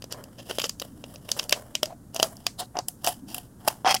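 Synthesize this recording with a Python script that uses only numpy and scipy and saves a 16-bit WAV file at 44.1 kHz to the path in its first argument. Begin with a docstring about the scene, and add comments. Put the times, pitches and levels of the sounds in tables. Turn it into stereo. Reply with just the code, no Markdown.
"""Kitchen shears cut along the backbone of a raw chicken on a wooden board, close by, over a low hum.
From the start ribs snap singly or in crunching runs; each break excites the hollow carcass, whose
pitch rises as the cut opens, and a small kitchen reverberates. Between bites wet skin squelches and
the bird rubs on the wood. Near 1.9 s a bent joint creaks, at 2.6 s the blades rasp through skin,
and from 3.85 s they grind through thick bone by stick-slip friction."""
import sys
import numpy as np
from scipy import signal
from scipy.fft import rfft, irfft
from scipy.io import wavfile

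SR = 44100
rng = np.random.default_rng(int(sys.argv[2]) if len(sys.argv) > 2 else 0)


def unload_audio(sound):
    """Save the sound as a 16-bit wav file, at the path given as the first command line argument."""
    columns = np.transpose(np.atleast_2d(sound))
    # keep every value between -1 and 1, then stretch to whole-number steps
    steps = np.round(np.clip(columns, -1, 1) * 32767)
    wavfile.write(sys.argv[1], SR, steps.astype(np.int16))


N = 176400

# Resonances of bone, blades and spitting wet tissue: f/Hz, bandwidth/Hz, level/dB
BONE_MODES = [(1157, 530, -10), (1840, 210, -9.5), (2780, 501, 1.5), (3130, 499, 3), (3766, 490, -4)]
BLADE_MODES = [(4629, 370, 3), (5004, 1090, 1.5), (6280, 1500, -1), (7120, 1200, -5.5)]
SPIT_MODES = [(8400, 4400, -3.5), (10660, 740, 3.5), (12200, 1400, -3.5), (15700, 1200, -7.5)]
BONE_BAND_HZ, BLADE_BAND_HZ, SPIT_BAND_HZ = (800, 4800), (3400, 8800), (7000, 18500)
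LEAD_S = 0.02   # time allowed for the build-up to a break


def from_db(db):
    """Amplitude ratio of a level in decibels."""
    return 10 ** (np.asarray(db) / 20)


def unit_rms(x):
    """Normalisation to a root-mean-square value of one."""
    return x / np.sqrt(np.mean(x ** 2) + 1e-20)


def at_hz(points, hz):
    """Interpolation on a logarithmic frequency axis."""
    freqs, values = np.transpose(points)
    return np.interp(np.log(hz + 1), np.log(freqs), values)


def add(out, s, x):
    """Superposition of x on out, starting at s seconds."""
    i = max(int(s * SR), 0)
    out[i:i + len(x)] += x[:max(N - i, 0)]


def band(x, edges_hz):
    """Butterworth band-pass filtering."""
    sos = signal.butter(2, np.clip(edges_hz, 10, .45 * SR), "band", fs=SR, output="sos")
    return signal.sosfilt(sos, x + 1e-18)


def resonate(x, modes, edges_hz, mode_ratio=-1):
    """Modal superposition: x drives damped resonators in parallel, the k-th weighted by mode_ratio ** k."""
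    out = 0
    for k, (hz, width, db) in enumerate(modes):
        r = np.exp(-np.pi * width / SR)
        ring = signal.lfilter([1, 0, -1], [1, -2 * r * np.cos(2 * np.pi * hz / SR), r * r], x + 1e-18)
        out = out + mode_ratio ** k * from_db(db) * (1 - r * r) / 2 * ring
    return band(out, edges_hz)


def clicks(size, per_s, spread_db):
    """Shot noise: a Poisson train of impulses of uneven size and sign."""
    chance, strength, sign = rng.random((3, size))
    gain = from_db(spread_db * np.minimum(-np.log(1 - strength), 4))
    return (chance < per_s / SR) * gain * np.sign(sign - .5)


def background():
    """Stationary noise: the room's continuous spectrum plus the single line of an appliance's hum."""
    # Spectral density of the room noise: f/Hz, relative level/dB
    air_spectrum = [(25, -9.5), (60, -3.5), (120, -1.5), (240, -2), (400, -14), (750, -21.5), (1600, -28),
                    (2300, -42), (4300, -38), (6500, -34.5), (10000, -31.5), (16000, -39.5)]
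    freqs = np.arange(N // 2 + 1) * SR / N
    air = irfft(rfft(rng.standard_normal(N)) * from_db(at_hz(air_spectrum, freqs)), N)
    hum = np.sqrt(2) * np.sin(2 * np.pi * 118.3 * np.arange(N) / SR)
    return from_db(-49.5) * unit_rms(air) + from_db(-57) * hum


def carcass(force, s):
    """Cavity resonance: the hollow body, tuned as it is at time s, responds together with its board."""
    # Main resonance, higher and sharper as the cut opens: t/s, f/Hz, bandwidth/Hz
    cavity_track = [(0, 546, 106), (.8, 563, 89), (1.5, 597, 54), (1.85, 612, 35), (2.25, 660, 48),
                    (2.6, 729, 37.6), (3.1, 725, 37), (3.68, 730, 80), (3.85, 759, 27)]
    # Side modes of the cavity: ratio to the main frequency, bandwidth/Hz, level/dB
    side_modes = [(0.84, 88.3, -13.5), (1.15, 75, -7)]
    # Modes of the wooden board: f/Hz, bandwidth/Hz, level/dB
    board_modes = [(390, 410, -18.5), (928, 250, -12), (1410, 1200, -36)]
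    times, pitches, widths = np.transpose(cavity_track)
    pitch, width = np.interp(s, times, pitches), np.interp(s, times, widths)
    main = (pitch, width, 20 * np.log10(61 / width))   # less damping, taller peak
    sides = [(pitch * ratio, bandwidth, db) for ratio, bandwidth, db in side_modes]
    return resonate(force, [main, *sides, *board_modes], (160, 2000), mode_ratio=0.88)


def fracture(s, push, cracks, levels_db, length_s):
    """Forced response of carcass, bone, blades and tissue; each level is energy spread over length_s."""
    detunes = np.exp(0.023 * rng.standard_normal(3))   # each break rings a little differently
    bodies = (BONE_MODES, BONE_BAND_HZ), (BLADE_MODES, BLADE_BAND_HZ), (SPIT_MODES, SPIT_BAND_HZ)
    parts = [carcass(push, s)]
    for (modes, edges), detune in zip(bodies, detunes):
        parts.append(resonate(cracks, np.array(modes) * [detune, 1, 1], edges))
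    return sum(from_db(db) * part * np.sqrt(length_s * SR / (np.sum(part ** 2) + 1e-20))
               for db, part in zip(levels_db, parts))


def snaps():
    """Brittle fracture: a strained rib releases a burst of tiny cracks and shoves the carcass once."""
    # Single breaks: t/s, carcass level/dB, bone level/dB, blade level/dB, spit level/dB
    breaks = [(0.0215, -46, -42, -40.5, -49), (0.041, -37.5, -47.5, -39.5, -49),
              (0.1236, -44, -36, -31, -35), (.239, -48, -50, -45, -45.5), (0.5103, -30, -30, -61, -41),
              (0.5846, -23, -26, -31, -34), (0.5948, -57, -33, -30.5, -48), (0.599, -49, -25.5, -45, -34),
              (0.6167, -43, -30, -29, -51), (0.641, -27.5, -25, -29, -39), (0.658, -59, -44, -38, -47),
              (.694, -45.5, -36.5, -25, -34), (.798, -60, -38.5, -30.5, -39),
              (0.8169, -34.5, -39, -38.5, -43), (0.8208, -36, -32, -48, -40.5),
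              (1.0396, -38, -38.5, -45.5, -72), (1.158, -46.5, -47, -43.5, -68),
              (1.2897, -38.5, -34, -42, -41), (1.316, -36, -26.5, -18, -26.5),
              (1.3947, -39.5, -25, -23, -36.5), (1.4294, -50, -43, -41.5, -46.5),
              (1.4387, -47.5, -47, -42, -42), (1.494, -42, -35.5, -26, -31.5),
              (1.5087, -44.5, -38, -42.5, -35.5), (1.525, -21, -14, -15.5, -24),
              (1.752, -36, -22, -23, -33), (1.8306, -20, -20, -22, -26.5), (1.8563, -48, -40, -32.5, -42.5),
              (2.1454, -37.5, -62, -38, -35.5), (2.1621, -30.5, -32.5, -28.5, -36),
              (2.1927, -35.5, -48, -37, -46), (2.198, -21, -22, -27.5, -36), (2.2234, -42, -43, -45, -41),
              (2.228, -17.5, -16, -15.5, -22.5), (2.368, -61, -73, -46, -49),
              (2.466, -31.5, -22.5, -19.5, -29.5), (2.755, -33, -58, -62, -69),
              (2.7689, -26, -37, -35.5, -85), (2.7883, -26, -37, -25, -43), (2.884, -40, -38, -31.5, -23),
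              (3.0449, -29, -31, -30.5, -28), (3.065, -40, -34, -27, -27), (3.0727, -18.5, -25, -25.5, -45),
              (3.3449, -51, -33, -37, -28), (3.381, -39.5, -38, -43.5, -33), (3.6778, -21, -29.5, -27, -27),
              (3.6824, -21.5, -24.5, -23, -24), (3.847, -20.5, -36.5, -45, -56),
              (3.8752, -20, -25.5, -28.5, -57), (3.9092, -21.5, -35, -23.5, -31),
              (3.9165, -37, -37, -33, -38), (3.943, -23.5, -24, -20.5, -27), (3.948, -29, -35, -22.5, -24),
              (3.9667, -56, -36, -36, -48)]
    hold_s, decay_s, knock_s = 0.00067, 0.0011, 0.00052
    out, t = np.zeros(N), np.arange(SR // 8) / SR - LEAD_S
    broken, distance_s = t >= 0, np.abs(t)
    strain = from_db(-23.5) * np.exp(-distance_s / 0.003)   # fibres start to tear before the break
    burst = np.exp(-np.maximum(distance_s - hold_s, 0) / decay_s)
    tearing = from_db(-15) * np.exp(-distance_s / 0.0072)   # and keep tearing after it
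    envelope = np.where(broken, burst + tearing, strain)
    for s, *levels_db in breaks:
        cracks = envelope * clicks(len(t), per_s=14000, spread_db=-1.0)
        push = broken * np.exp(-distance_s / knock_s) + 0.25 * cracks
        add(out, s - LEAD_S, fracture(s, push, cracks, levels_db, length_s=0.0046))
    return out


def kitchen(x):
    """Reverberation decays exponentially in each band: lows keep their pitch, treble diffuses to hiss."""
    # Strength of the reverberant field: f/Hz, level/dB
    room_levels = [(200, -11), (700, -25.5), (1500, -18), (3500, -24.5), (8000, -16), (14000, -23.5)]
    # Reverberation time: f/Hz, T60/s
    room_t60 = [(200, 0.19), (1000, 0.16), (4000, 0.14), (9000, 0.28), (15000, .33)]
    build_up_s, diffuse_hz = 0.0063, 2000
    out, t = 0, np.arange(SR // 2) / SR
    edges = np.geomspace(100, 18000, 15)
    for low, high in zip(edges, edges[1:]):
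        hz = np.sqrt(low * high)
        fade = from_db(-60 * t / at_hz(room_t60, hz)) * (1 - np.exp(-t / build_up_s))
        fade /= np.sqrt(np.sum(fade ** 2))
        direct, noise = band(x, (low, high)), rng.standard_normal(N)
        if hz < diffuse_hz:
            tail = signal.fftconvolve(direct, fade * noise[:len(t)])[:N]
        else:
            power = np.abs(signal.fftconvolve(direct ** 2, fade ** 2)[:N])
            tail = np.sqrt(power) * unit_rms(band(noise, (low, high)))
        out = out + from_db(at_hz(room_levels, hz)) * tail
    return out


def crunches():
    """Progressive fracture: cartilage gives way in a dense run of small breaks."""
    # Runs of breaks: t/s, duration/s, carcass level/dB, bone level/dB, blade level/dB, spit level/dB
    runs = [(0.112, 0.024, -48, -47.5, -44, -55), (.385, 0.022, -45.5, -47.5, -50.5, -58),
            (1.391, 0.006, -40.5, -28.5, -31, -35.5), (.497, 0.015, -33.5, -40, -40, -44),
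            (0.639, 0.017, -34.5, -46, -32, -46), (2.594, 0.032, -34, -47.5, -48, -66),
            (2.757, 0.038, -34.5, -74, -75.5, -61), (3.044, 0.013, -31, -38, -36.5, -45),
            (3.072, 0.018, -25, -35.5, -36, -29), (3.285, 0.037, -50, -52, -50, -50.5),
            (3.677, 0.0057, -17.5, -48, -26.5, -22.5)]
    out, t = np.zeros(N), np.arange(SR // 8) / SR - LEAD_S
    for s, length, *levels_db in runs:
        envelope = np.exp(np.minimum(t, 0) / (0.15 * length) - np.maximum(t - length, 0) / (0.25 * length))
        cracks = envelope * clicks(len(t), per_s=3100, spread_db=0.5)
        add(out, s - LEAD_S, fracture(s, cracks, cracks, levels_db, length))
    return out


def squelches():
    """Modulated shot noise: wet skin and flesh crackle in clumps as they slide on the blades."""
    # Slides: peak t/s, 20 dB rise/s, 20 dB fall/s, carcass level/dB, blade and bone level/dB, spit level/dB
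    slides = [(0.172, 0.1, 0.18, -44, -65.5, -60), (0.528, 0.14, 0.043, -47, -53.5, -54),
              (.66, 0.17, 0.043, -52, -43, -41), (0.851, 0.042, 0.037, -45.5, -54.5, -48.5),
              (1.15, 0.4, 0.09, -53.5, -63, -56), (1.299, 0.064, 0.056, -45.5, -53, -51),
              (1.371, 0.01, 0.039, -38, -47, -43), (1.425, 0.071, 0.041, -42, -52, -48.5),
              (1.569, 0.18, 0.22, -43, -60.5, -52.5), (2.149, 0.013, 0.08, -41, -45, -50),
              (2.235, 0.046, 0.082, -32.5, -57, -38.5), (2.41, 0.071, 0.1, -53, -64, -60.5),
              (3.088, 0.05, 0.062, -35, -40, -34.5), (3.36, 0.06, 0.08, -44, -48, -42.5),
              (3.688, 0.062, 0.084, -35, -47.5, -42)]
    clump_spread_db, clump_s = 5, 0.0066
    out, t = np.zeros(N), np.arange(N) / SR
    clumps = from_db(clump_spread_db * np.interp(t / clump_s, np.arange(N), rng.standard_normal(N)))
    crackle = clumps * clicks(N, per_s=2600, spread_db=1.5)
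    blade = unit_rms(resonate(crackle, BLADE_MODES, BLADE_BAND_HZ))
    bone = from_db(1) * unit_rms(resonate(crackle, BONE_MODES, BONE_BAND_HZ))
    spit = unit_rms(resonate(crackle, SPIT_MODES, SPIT_BAND_HZ))
    for s, rise, fall, body_db, ticks_db, spit_db in slides:
        on = (t > s - 2 * rise) & (t < s + 2 * fall)
        swell = from_db(-20 * np.maximum((s - t[on]) / rise, (t[on] - s) / fall))
        body = from_db(body_db) * unit_rms(carcass(crackle[on], s))
        ticks = from_db(ticks_db) * (blade[on] + bone[on])
        out[on] += swell * (body + ticks + from_db(spit_db) * spit[on])
    return out


def rubs():
    """Sliding friction of flesh on wood gives soft swells of low, narrow-band noise."""
    # The hand shifts the bird on the board: peak t/s, half-length/s, level/dB
    shifts = [(0.322, 0.18, -60), (0.984, 0.18, -48.5), (3.268, 0.092, -43.5)]
    t, band_hz = np.arange(N) / SR, (201, 308)
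    swell = sum(from_db(db) * np.exp(-((t - s) / half) ** 2) for s, half, db in shifts)
    return swell * unit_rms(band(band(rng.standard_normal(N), band_hz), band_hz))


def creak():
    """Stick-slip in a bent joint gives a rough, slightly rising tone near the carcass's own pitch."""
    # Course of the creak: t/s, f/Hz, level/dB
    bend = [(1.85, 610, -60), (1.87, 622, -39.5), (1.885, 620, -50.5), (1.906, 705, -38), (1.917, 675, -44),
            (1.928, 690, -41.5), (1.955, 700, -68)]
    times, hz, db = np.transpose(bend)
    t, bandwidth_hz = np.arange(N) / SR, 45
    pole = np.exp(-np.pi * bandwidth_hz / SR)
    sway = unit_rms(signal.lfilter([1], [1, -pole], rng.standard_normal((2, N))))
    phase = 2 * np.pi * np.cumsum(np.interp(t, times, hz)) / SR
    tone = sway[0] * np.sin(phase) + sway[1] * np.cos(phase)   # amplitude and phase wander
    on = (t > times[0]) & (t < times[-1])
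    return on * from_db(np.interp(t, times, db)) * tone / tone[on].std()


def slicing():
    """Friction of edge on edge excites the blades' modes as they rasp through skin in one slice."""
    # Envelope of the slice: t/s, level/dB
    stroke = [(2.576, -69), (2.59, -37.5), (2.602, -28), (2.614, -41), (2.63, -53), (2.66, -56)]
    # Resonances of the sliding blades: f/Hz, bandwidth/Hz, level/dB
    edge_modes = [(2760, 300, -7), (3950, 490, 3), (5240, 780, -3), (7300, 1300, -4.5), (10100, 1800, -4.5),
                  (15100, 1300, -10)]
    times, db = np.transpose(stroke)
    t = np.arange(N) / SR
    scrape = resonate(clicks(N, per_s=12000, spread_db=2), edge_modes, (1500, 17000))
    on = (t > times[0]) & (t < times[-1])
    return on * from_db(np.interp(t, times, db)) * unit_rms(scrape)


def grind():
    """Stick-slip through thick bone: nearly periodic slips and fine grit set the closing steel ringing."""
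    # Course of the grind: t/s, carcass level/dB, steel level/dB, spit level/dB
    bite = [(3.853, -22, -29.5, -61), (3.866, -19.5, -29.5, -51), (3.884, -17.5, -25.5, -42),
            (3.902, -22, -23, -40), (3.926, -26, -25, -40), (3.931, -45.5, -42.5, -53),
            (3.957, -28.5, -45, -58), (3.966, -51, -27, -54), (3.978, -51, -47, -62)]
    # Resonances of the steel shears: f/Hz, bandwidth/Hz, level/dB
    steel_modes = [(1120, 100, -22), (2010, 190, 1.5), (2580, 220, 5.5), (3240, 67, 11), (4360, 240, 1),
                   (5110, 190, 5.5), (5750, 420, 0.5), (6500, 400, -6.5), (7200, 340, -9), (8540, 71, -3),
                   (9800, 170, -4.5)]
    slips_per_s, jitter = 210, 0.3
    times, *levels_db = np.transpose(bite)
    out, t = np.zeros(N), times[0] + np.arange(SR // 5) / SR
    gaps, sizes = rng.standard_normal((2, 50))
    slip_s = np.cumsum(np.exp(jitter * gaps)) / slips_per_s
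    slips = np.zeros(len(t))
    slips[np.minimum((slip_s * SR).astype(int), len(t) - 1)] = from_db(2.2 * sizes)
    grit = from_db(-1.5) * unit_rms(clicks(len(t), per_s=9500, spread_db=0.7))
    cutting = t < times[-1]
    force = cutting * (unit_rms(slips) + grit)
    body = carcass(band(force, (580, SR)), times[0])
    steel = resonate(force, steel_modes, (650, 9000))
    spit = resonate(force, SPIT_MODES, SPIT_BAND_HZ)
    for db, part in zip(levels_db, (body, steel, spit)):
        add(out, times[0], from_db(np.interp(t, times, db)) * part / part[cutting].std())
    return out


def scene():
    """Superposition of direct sound, reverberation and background, the same in both channels."""
    cutting = snaps() + crunches() + grind() + squelches() + creak() + slicing()
    return np.tile(cutting + kitchen(cutting) + rubs() + background(), (2, 1))


def record(dry):
    """Soft saturation rounds the loudest peaks; a steep low-pass filter removes the highest treble."""
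    low_pass = signal.ellip(10, .1, 80, 15800, fs=SR, output="sos")
    return signal.sosfilt(low_pass, np.tanh(dry))


dry = scene()
out = record(dry)
unload_audio(out)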